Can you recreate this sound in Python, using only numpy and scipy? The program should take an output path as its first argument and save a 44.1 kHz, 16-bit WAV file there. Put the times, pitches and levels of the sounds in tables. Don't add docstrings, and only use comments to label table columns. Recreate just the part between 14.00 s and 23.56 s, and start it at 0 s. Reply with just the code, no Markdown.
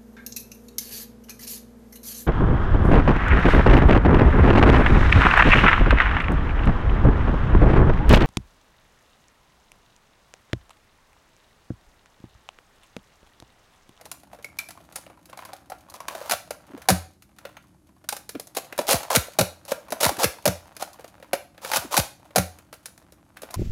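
import sys
import numpy as np
from scipy import signal
from scipy.io import wavfile
from scipy.ndimage import uniform_filter1d

SR = 44100
rng = np.random.default_rng(int(sys.argv[2]) if len(sys.argv) > 2 else 0)


def waveform_to_disk(signal):
    frames = np.transpose(np.atleast_2d(signal))
    scaled = np.clip(frames, -1, 1) * 32767
    samples = np.round(scaled).astype(np.int16)
    wavfile.write(sys.argv[1], SR, samples)


N = 421588

# start in seconds, stop in seconds, relative scrape level in dB,
# hiss against the body in dB, relative blow at the stop in dB, pitch of the shell in Hz,
# peak of the plunger tone in dB.
STROKES = [(2.304, 2.319, -27, -1, -13.5, 720, -42), (4.873, 4.9297, -22, 2.5, -12, 530, -21),
           (5.1, 5.1595, -20, -4, -6.5, 500, -16), (6.0, 6.0506, -24, 2, -11.5, 640, -21),
           (6.182, 6.2414, -20, -3.5, -9.5, 550, -22), (7.727, 7.7687, -22, 1, -12.5, 830, -34),
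           (7.905, 7.9753, -26.5, -1, -8.5, 800, -17.5)]
# time in seconds, relative level in dB, pitch of the shell in Hz,
# flight of the plunger in seconds, relative hum level in dB.
SHOTS = [(2.8863, -8, 750, .0151, -16), (5.3872, -9, 640, .0229, -27), (6.4547, -11, 567, .0217, -24),
         (8.3589, -10, 720, .0225, -20)]
# frequency in Hz, relative level in dB.
RAIL = [(120, -33), (380, -16), (540, 1.5), (800, 0), (1100, -3), (1400, -5.5), (2000, -12), (4000, -21.5),
        (9000, -35.5)]
# frequency in Hz, relative level in dB.
SCRAPE = [(800, -19), (1400, -1.5), (2400, 1.5), (4500, 0), (6500, -1), (8200, -4.5), (11000, -2.5),
          (15500, -9.5)]

PLUNGER_LAG_S = .007


def amp(db):
    return 10 ** (np.asarray(db) / 20)


def unit(x):
    return x / np.sqrt(np.mean(x ** 2) + 1e-20)


def read(points, hz):
    f, value = np.transpose(points)
    return np.interp(np.log(hz + 1), np.log(f), value)


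def add(mix, s, sound):
    part = mix[max(round(s * SR), 0):][:len(sound)]
    part += sound[:len(part)]


def impulse(points, size=2048):
    log_gain = np.log(amp(read(points, abs(np.fft.fftfreq(size, 1 / SR)))))
    spectrum = np.exp(np.conj(signal.hilbert(log_gain)))
    h = np.fft.ifft(spectrum).real[:size // 2]
    return h / np.linalg.norm(h)


def colour(x, response):
    return signal.oaconvolve(x, response)[:len(x)]


def swelling(t, swell):
    return t / swell * np.exp(1 - t / swell)


def contact(t, decay=.003, rise=0.001, rattle_db=-15, rattle_decay=0.014, chatter_db=4):
    slow_noise = unit(uniform_filter1d(rng.standard_normal(len(t)), size=90))
    chatter = amp(chatter_db * slow_noise)
    rattle = amp(rattle_db) * np.exp(-t / rattle_decay) * chatter
    envelope = (1 - np.exp(-t / rise)) * (np.exp(-t / decay) + rattle)
    burst = envelope * rng.standard_normal(len(t))
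    return burst * np.linalg.norm(envelope) / np.linalg.norm(burst)


def friction(slips_per_s, spread_db, smooth):
    at = np.flatnonzero(rng.random(N) < slips_per_s / SR)
    hiss, slips = rng.standard_normal(N), np.zeros(N)
    size_db = spread_db * np.minimum(rng.exponential(1, N)[at], 4)
    slips[at] = np.sign(hiss[at]) * amp(size_db)
    return unit(unit(slips) + smooth * hiss)


def clicks(tick_db=0.77, clack_db=0.12, shell_db=-3.5, knock_db=-3.3, swell=0.0027, shell_hz=660, follow=.6):
    # frequency in Hz, relative level in dB.
    tick_colour = [(1500, -23.5), (3000, -10), (4000, 1), (5500, 0.5), (6800, 0.5), (8200, -3.5),
                   (10600, 3), (12500, -4), (14000, -1), (15500, -12)]
    clack_colour = [(300, -31), (700, -8), (1100, -3.5), (1380, 5), (1750, 0.5), (2050, 0), (2400, 1),
                    (3100, -5), (4000, -6), (6500, -19)]
    shell_colour = [(100, -31.5), (200, -10.5), (320, -9.5), (420, -6.5), (530, 1.5), (640, -1.5),
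                    (760, 0.5), (1000, -8), (1400, -16.5), (3000, -38)]

    ticks, clacks, knocks = np.zeros((3, N))
    t = np.arange(SR // 20) / SR
    for s, high_db, mid_db, low_db, hz in contacts():
        add(ticks, s, amp(high_db + tick_db) * contact(t, decay=0.0024))
        add(clacks, s, amp(mid_db + clack_db) * contact(t, decay=0.0032))
        shell = impulse(np.array(shell_colour) * [(hz / shell_hz) ** follow, 1])
        hollow = amp(shell_db) * colour(contact(t, decay=.005), shell)
        ring = amp(knock_db) * swelling(t, swell) * np.sin(2 * np.pi * hz * t)
        add(knocks, s, amp(low_db) * (hollow + ring))
    return colour(ticks, impulse(tick_colour)) + colour(clacks, impulse(clack_colour)) + knocks


def contacts():
    # time in seconds, relative tick level in dB,
    # relative clack level in dB, relative knock of the shell in dB, pitch of that knock in Hz.
    blows = [(0.011, -43.5, -44, -39, 650), (0.054, -37.0, -42.5, -41.5, 515),
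             (0.1146, -27.5, -34.5, -40.0, 1055), (0.233, -49.5, -46.0, -47.5, 720),
             (0.331, -47.5, -45.0, -34.5, 690), (0.346, -51, -47, -42, 665),
             (0.444, -33.0, -39, -38.5, 565), (0.587, -21.0, -26, -37.0, 1250),
             (0.687, -34.5, -38.0, -42.5, 695), (0.706, -34.5, -37.5, -46.0, 885),
             (0.774, -57, -50, -41, 1055), (0.924, -42.0, -48.5, -51.0, 594),
             (0.9574, -25.5, -32.0, -38.5, 616), (1.064, -64.0, -41.5, -40.5, 515),
             (1.099, -64.0, -50.0, -40.0, 560), (1.256, -42, -53, -58, 835),
             (1.297, -44.0, -46.5, -46.5, 560), (1.329, -51.0, -40.5, -33.0, 1035),
             (1.3733, -37.5, -40.5, -37.0, 755), (1.389, -49.0, -35.5, -32.5, 1030),
             (1.4506, -35.5, -38.5, -34.5, 1045), (1.491, -52.5, -49.5, -37.5, 1045),
             (1.532, -36.5, -36.5, -32.0, 750), (1.699, -37.5, -42.0, -31.0, 770),
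             (1.719, -44.5, -35.5, -27.0, 755), (1.899, -37.5, -54.5, -50.5, 955),
             (1.9395, -34.0, -41.0, -34.0, 995), (2.003, -39.0, -37.0, -30.0, 1095),
             (2.082, -26.0, -25.0, -25.0, 1115), (2.107, -47.0, -40.0, -28.5, 1000),
             (2.15, -33.5, -34.0, -26.5, 650), (2.213, -46.0, -36.5, -32.0, 580),
             (2.2957, -20.5, -22.5, -23.5, 830), (2.334, -25.0, -23.5, -24.5, 640),
             (2.507, -26.0, -28.5, -26.0, 575), (2.776, -46.5, -46.0, -36.0, 510),
             (2.8185, -40.5, -39.5, -49.5, 1265), (3.222, -44.0, -47.0, -60.0, 640),
             (3.385, -42.5, -40.5, -49.0, 835), (3.4516, -45.5, -30.0, -31.5, 575),
             (3.568, -55.5, -36.5, -41.0, 905), (4.041, -51.0, -47.0, -43.0, 616),
             (4.0886, -17.0, -24.0, -32.0, 850), (4.125, -23.0, -27.0, -23.0, 825),
             (4.1654, -27.0, -31.5, -40.5, 560), (4.2916, -27.0, -35.0, -37.0, 480),
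             (4.3505, -54.0, -34.0, -30.0, 450), (4.397, -28.0, -37.5, -33.5, 520),
             (4.4707, -38.0, -55.5, -49.0, 610), (4.549, -30.5, -39.5, -43.0, 720),
             (4.569, -19.5, -24.5, -18.0, 520), (4.7247, -39.5, -31.0, -33.0, 545),
             (4.7785, -25.0, -30.5, -31.0, 795), (4.7885, -21.0, -19.0, -10.0, 585),
             (4.8135, -31.5, -40.0, -32.0, 605), (4.868, -27.5, -32.5, -35.0, 715),
             (4.8888, -14.0, -17.0, -15.0, 545), (4.9087, -11.0, -17.5, -14.5, 575),
             (4.9424, -18.0, -22.5, -17.5, 710), (5.031, -30.0, -35.0, -29.0, 980),
             (5.102, -23.0, -22.0, -21.0, 1005), (5.6506, -37.0, -46.5, -48.5, 530),
             (5.7174, -24.0, -20.0, -17.0, 605), (5.9045, -32.0, -39.5, -36.5, 505),
             (5.9215, -22.0, -25.0, -14.5, 630), (6.0097, -18.5, -26.0, -21.5, 590),
             (6.0302, -12.5, -16.0, -15.0, 530), (6.0624, -16.0, -24.5, -13.0, 960),
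             (6.0911, -22.5, -23.0, -15.0, 820), (6.1674, -32.5, -34.0, -37.5, 725),
             (6.7655, -32.5, -37.5, -43.0, 465), (6.8234, -23.5, -26.5, -22.5, 750),
             (6.931, -40.0, -55.0, -63.5, 725), (6.994, -49.5, -44.5, -34.0, 535),
             (7.043, -42.5, -40.5, -34.5, 535), (7.226, -49.0, -38.5, -39.0, 540),
             (7.3317, -18.0, -16.0, -11.5, 570), (7.578, -52.5, -40.0, -44.5, 680),
             (7.647, -30.5, -27.0, -28.0, 530), (7.7154, -20.0, -20.0, -23.5, 850),
             (7.7348, -17.5, -15.0, -20.5, 850), (7.941, -23.0, -22.0, -14.5, 1035),
             (8.5864, -42.0, -44.5, -51.0, 485), (8.7276, -36.5, -34.5, -37.5, 635),
             (8.738, -39, -46, -43, 500), (8.8568, -28.0, -36.0, -43.0, 560),
             (8.977, -43.5, -50.5, -50.5, 650), (9.122, -45.0, -49.0, -49.5, 515),
             (9.3696, -41.5, -34.5, -47.0, 710), (9.4185, -33.0, -40.0, -41.0, 515),
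             (9.4314, -39.0, -36.0, -29.0, 490), (9.507, -35.5, -43.5, -40.0, 695),
             (9.5407, -24.5, -32.5, -26.5, 1025)]
    return list(blows) + stop_contacts() + shot_contacts() + grip_taps()


def stop_contacts(latch_s=.0085, latch_db=-2.5, latch_knock_db=-9, clack_db=-3.5, stop_knock_db=-4):
    rows = []
    for _, stop, _, _, db, hz, _ in STROKES:
        latch = (stop - latch_s, db + latch_db, latch_knock_db)
        for s, level, knock_db in latch, (stop, db, stop_knock_db):
            rows.append((s, level, level + clack_db, level + knock_db, hz))
    return rows


def shot_contacts(clack_db=-4.5, knock_db=0, rebound_s=.0065, rebound_db=-5.5, landing_db=-2, landing_hz=560):
    rows = []
    for s, db, hz, flight, _ in SHOTS:
        release = (0, db, hz)
        rebound = (rebound_s, db + rebound_db, hz)
        landing = (flight, db + landing_db, landing_hz)
        for delay, level, pitch in release, rebound, landing:
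            rows.append((s + delay, level, level + clack_db, level + knock_db, pitch))
    return rows


def grip_taps(taps_per_s=9, tick_db=-2, clack_db=-1, knock_db=5, spread_db=8, low_hz=480, high_hz=1100):
    rows = []
    count = round(taps_per_s * N / SR)
    for when, sharpness, force, place in rng.random(size=(300, 4))[:count]:
        s = when * N / SR
        db = pressure_db(s) + spread_db * force
        tick = db + tick_db - spread_db * sharpness
        rows.append((s, tick, db + clack_db, db + knock_db, low_hz + (high_hz - low_hz) * place))
    return rows


def slide(speed_up_db=8, overrun_s=.004):
    # start in seconds,
    # end in seconds, relative scrape level in dB, hiss against the body in dB.
    short_scrapes = [(.96, .992, -43, 0), (1.942, 1.968, -44, 1), (2.077, 2.318, -39, -7.5),
                     (2.322, 2.342, -25, -3), (4.561, 4.592, -32, -1), (4.93, 4.975, -27, -3),
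                     (5.676, 5.726, -36, 1), (6.06, 6.105, -28, -2), (6.794, 6.827, -32, -4),
                     (7.609, 7.724, -35, -2), (7.978, 8.005, -26, 3)]

    body, hiss = np.zeros(N), np.zeros(N)
    strokes = [(start, stop + overrun_s, db, hiss_db) for start, stop, db, hiss_db, *_ in STROKES]
    for start, end, db, hiss_db in strokes + list(short_scrapes):
        count = max(round((end - start) * SR), 2)
        rising_db = np.linspace(db - speed_up_db, db, count)
        force = amp(rising_db) * signal.windows.tukey(count, .3)
        add(body, start, force)
        add(hiss, start, force * amp(hiss_db))
    slips = friction(slips_per_s=1200, spread_db=5.0, smooth=0.72)
    return colour(slips * body, impulse(RAIL)) + colour(slips * hiss, impulse(SCRAPE))


def plunger(thud_db=-6, shot_tone_s=.013, shot_tone_db=-9):
    # time in seconds, peak of the tone in dB.
    small_slips = [(2.70, -42.5), (2.742, -32), (4.353, -27), (4.79, -28.5), (5.924, -33.5), (6.113, -30.5),
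                   (6.182, -33), (7.846, -32), (9.432, -43)]
    # frequency in Hz, relative level in dB.
    thud_colour = [(40, -20), (110, -3), (280, 0), (380, -4), (600, -25), (2000, -50)]
    # first pitch Hz, pitch it settles towards Hz, glide time constant s, swell time s
    slip_tone, stroke_tone = (420, 170, .012, .0053), (400, 62, .0075, .0075)
    shot_tone = (290, 88, .011, .0105)

    tones, thuds = np.zeros(N), np.zeros(N)
    t = np.arange(SR // 6) / SR
    moves = [(s, db, slip_tone) for s, db in small_slips]
    moves += [(stop + PLUNGER_LAG_S, db, stroke_tone) for _, stop, *_, db in STROKES]
    moves += [(s + shot_tone_s, db + shot_tone_db, shot_tone) for s, db, *_ in SHOTS]
    for s, db, (first_hz, last_hz, glide, swell) in moves:
        hz = last_hz + (first_hz - last_hz) * np.exp(-t / glide)
        phase = 2 * np.pi * np.cumsum(hz) / SR
        add(tones, s, amp(db) * swelling(t, swell) * np.sin(phase))
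        add(thuds, s - PLUNGER_LAG_S, amp(db + thud_db) * contact(t, decay=.005))
    return tones + colour(thuds, impulse(thud_colour))


def spring(rise=0.0039, pair=0.014, ping_rise=.0005, hum_delay_s=.027):
    # frequency in Hz, relative level in dB, 60 dB decay time in seconds.
    hum_modes = [(85.1, -2.5, 0.32), (180.4, 5, 0.14), (303, -12, 0.16)]
    # time in seconds, relative level in dB, pitch in Hz,
    # 60 dB decay time in seconds.
    pings = [(.445, -23, 2210, 0.04), (.589, -16.5, 2350, 0.045), (0.962, -19, 9300, 0.016),
             (2.005, -44, 6150, .02), (2.085, -39, 6100, .02), (3.568, -44, 6420, 0.028)]

    out, t = np.zeros(N), np.arange(SR // 2) / SR
    modes = sum(amp(db - 60 * t / t60) * np.sin(2 * np.pi * hz * t) for hz, db, t60 in hum_modes)
    hum = (1 - np.exp(-t / rise)) * modes
    for s, *_, db in SHOTS:
        add(out, s + hum_delay_s, amp(db) * hum)
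    for s, db, hz, t60 in pings:
        envelope = amp(db - 60 * t / t60) * (1 - np.exp(-t / ping_rise))
        upper_tone = 0.38 * np.cos(2 * np.pi * hz * (1 + pair) * t)
        add(out, s, envelope * (np.sin(2 * np.pi * hz * t) + upper_tone))
    return out


def fingers(rub_db=-4.2, creak_db=-11, grip=1.05):
    pressure = amp(pressure_db(np.arange(N) / SR))
    gripped_shell = impulse(np.array(RAIL) * [grip, 1])
    rub = colour(friction(slips_per_s=110, spread_db=3, smooth=.6), gripped_shell)
    seam = colour(contact(np.arange(SR // 20) / SR, decay=.001), impulse(SCRAPE))
    creak = unit(colour(friction(slips_per_s=40, spread_db=4.5, smooth=.3), seam))
    return pressure * (amp(rub_db) * rub + amp(creak_db) * creak)


def pressure_db(s):
    # time in seconds, relative level in dB.
    press_points = [(0.0, -50.0), (0.22, -64.0), (0.4, -54.0), (0.7, -59.0), (1.0, -51.0), (1.21, -62.0),
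                    (1.48, -45.0), (1.65, -60.0), (1.9, -55.0), (2.17, -44.0), (2.42, -59.0), (2.8, -47.0),
                    (3.2, -71.0), (3.48, -56.0), (3.8, -68.0), (4.4, -61.0), (5.07, -41.0), (5.55, -58.0),
                    (6.1, -45.0), (6.45, -55.0), (7.0, -52.0), (7.5, -60.0), (7.86, -42.0), (8.12, -67.0),
                    (8.3, -53.0), (8.6, -59.0), (9.3, -62.0), (9.55, -46.0)]
    return np.interp(s, *np.transpose(press_points))


def room(x, wet_db, build):
    # frequency in Hz, 60 dB decay time in seconds.
    decay_times = [(100, 0.04), (500, 0.33), (1500, 0.3), (4000, 0.35), (9000, 0.3134), (15000, 0.27)]
    # frequency in Hz, relative level in dB.
    wet_colour = [(80, -13), (250, -2.5), (550, 0), (800, -1), (1500, 2.5), (5000, -0.5), (15000, 2)]

    taps = rng.standard_normal((3, SR // 2))
    hz, t, z = signal.stft(taps, SR, nperseg=256)
    z = z * amp(read(wet_colour, hz)[:, None] - 60 * t / read(decay_times, hz)[:, None])
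    tails = signal.istft(z, SR)[1]
    tail_t = np.arange(tails.shape[1]) / SR
    tails = tails * (1 - np.exp(-(tail_t / build) ** 2))
    turn = np.pi * (np.arange(N) / SR + np.arange(3)[:, None] / 3)
    shares = np.sqrt(2 / 3) * np.cos(turn)
    wet = sum(colour(x * share, tail / np.linalg.norm(tail)) for share, tail in zip(shares, tails))
    return amp(wet_db) * wet


def air(level_db=-58.5):
    # frequency in Hz, relative level in dB per Hz.
    air_colour = [(25, -14), (40, -8), (62, 2), (130, -1.5), (190, 0), (250, -6.5), (308, 1), (400, -13),
                  (450, -21), (620, -20), (970, -32.5), (3500, -35), (11600, -31), (15500, -48.5)]
    return amp(level_db) * colour(rng.standard_normal(N), impulse(air_colour, size=8192))


def scene():
    pistol = clicks() + slide() + plunger() + spring() + fingers()
    return (pistol + room(pistol, wet_db=-11.0, build=0.0055) + air())[None]


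def record(dry, ceiling=.8, edge_hz=15850):
    thinned = signal.sosfilt(signal.butter(6, 45, "high", fs=SR, output="sos"), dry)
    rounded = ceiling * np.tanh(thinned / ceiling)
    low_pass = signal.firwin(255, edge_hz, window=("kaiser", 8), fs=SR)
    return signal.oaconvolve(rounded, low_pass[None], "same")


dry = scene()
out = record(dry)
waveform_to_disk(out)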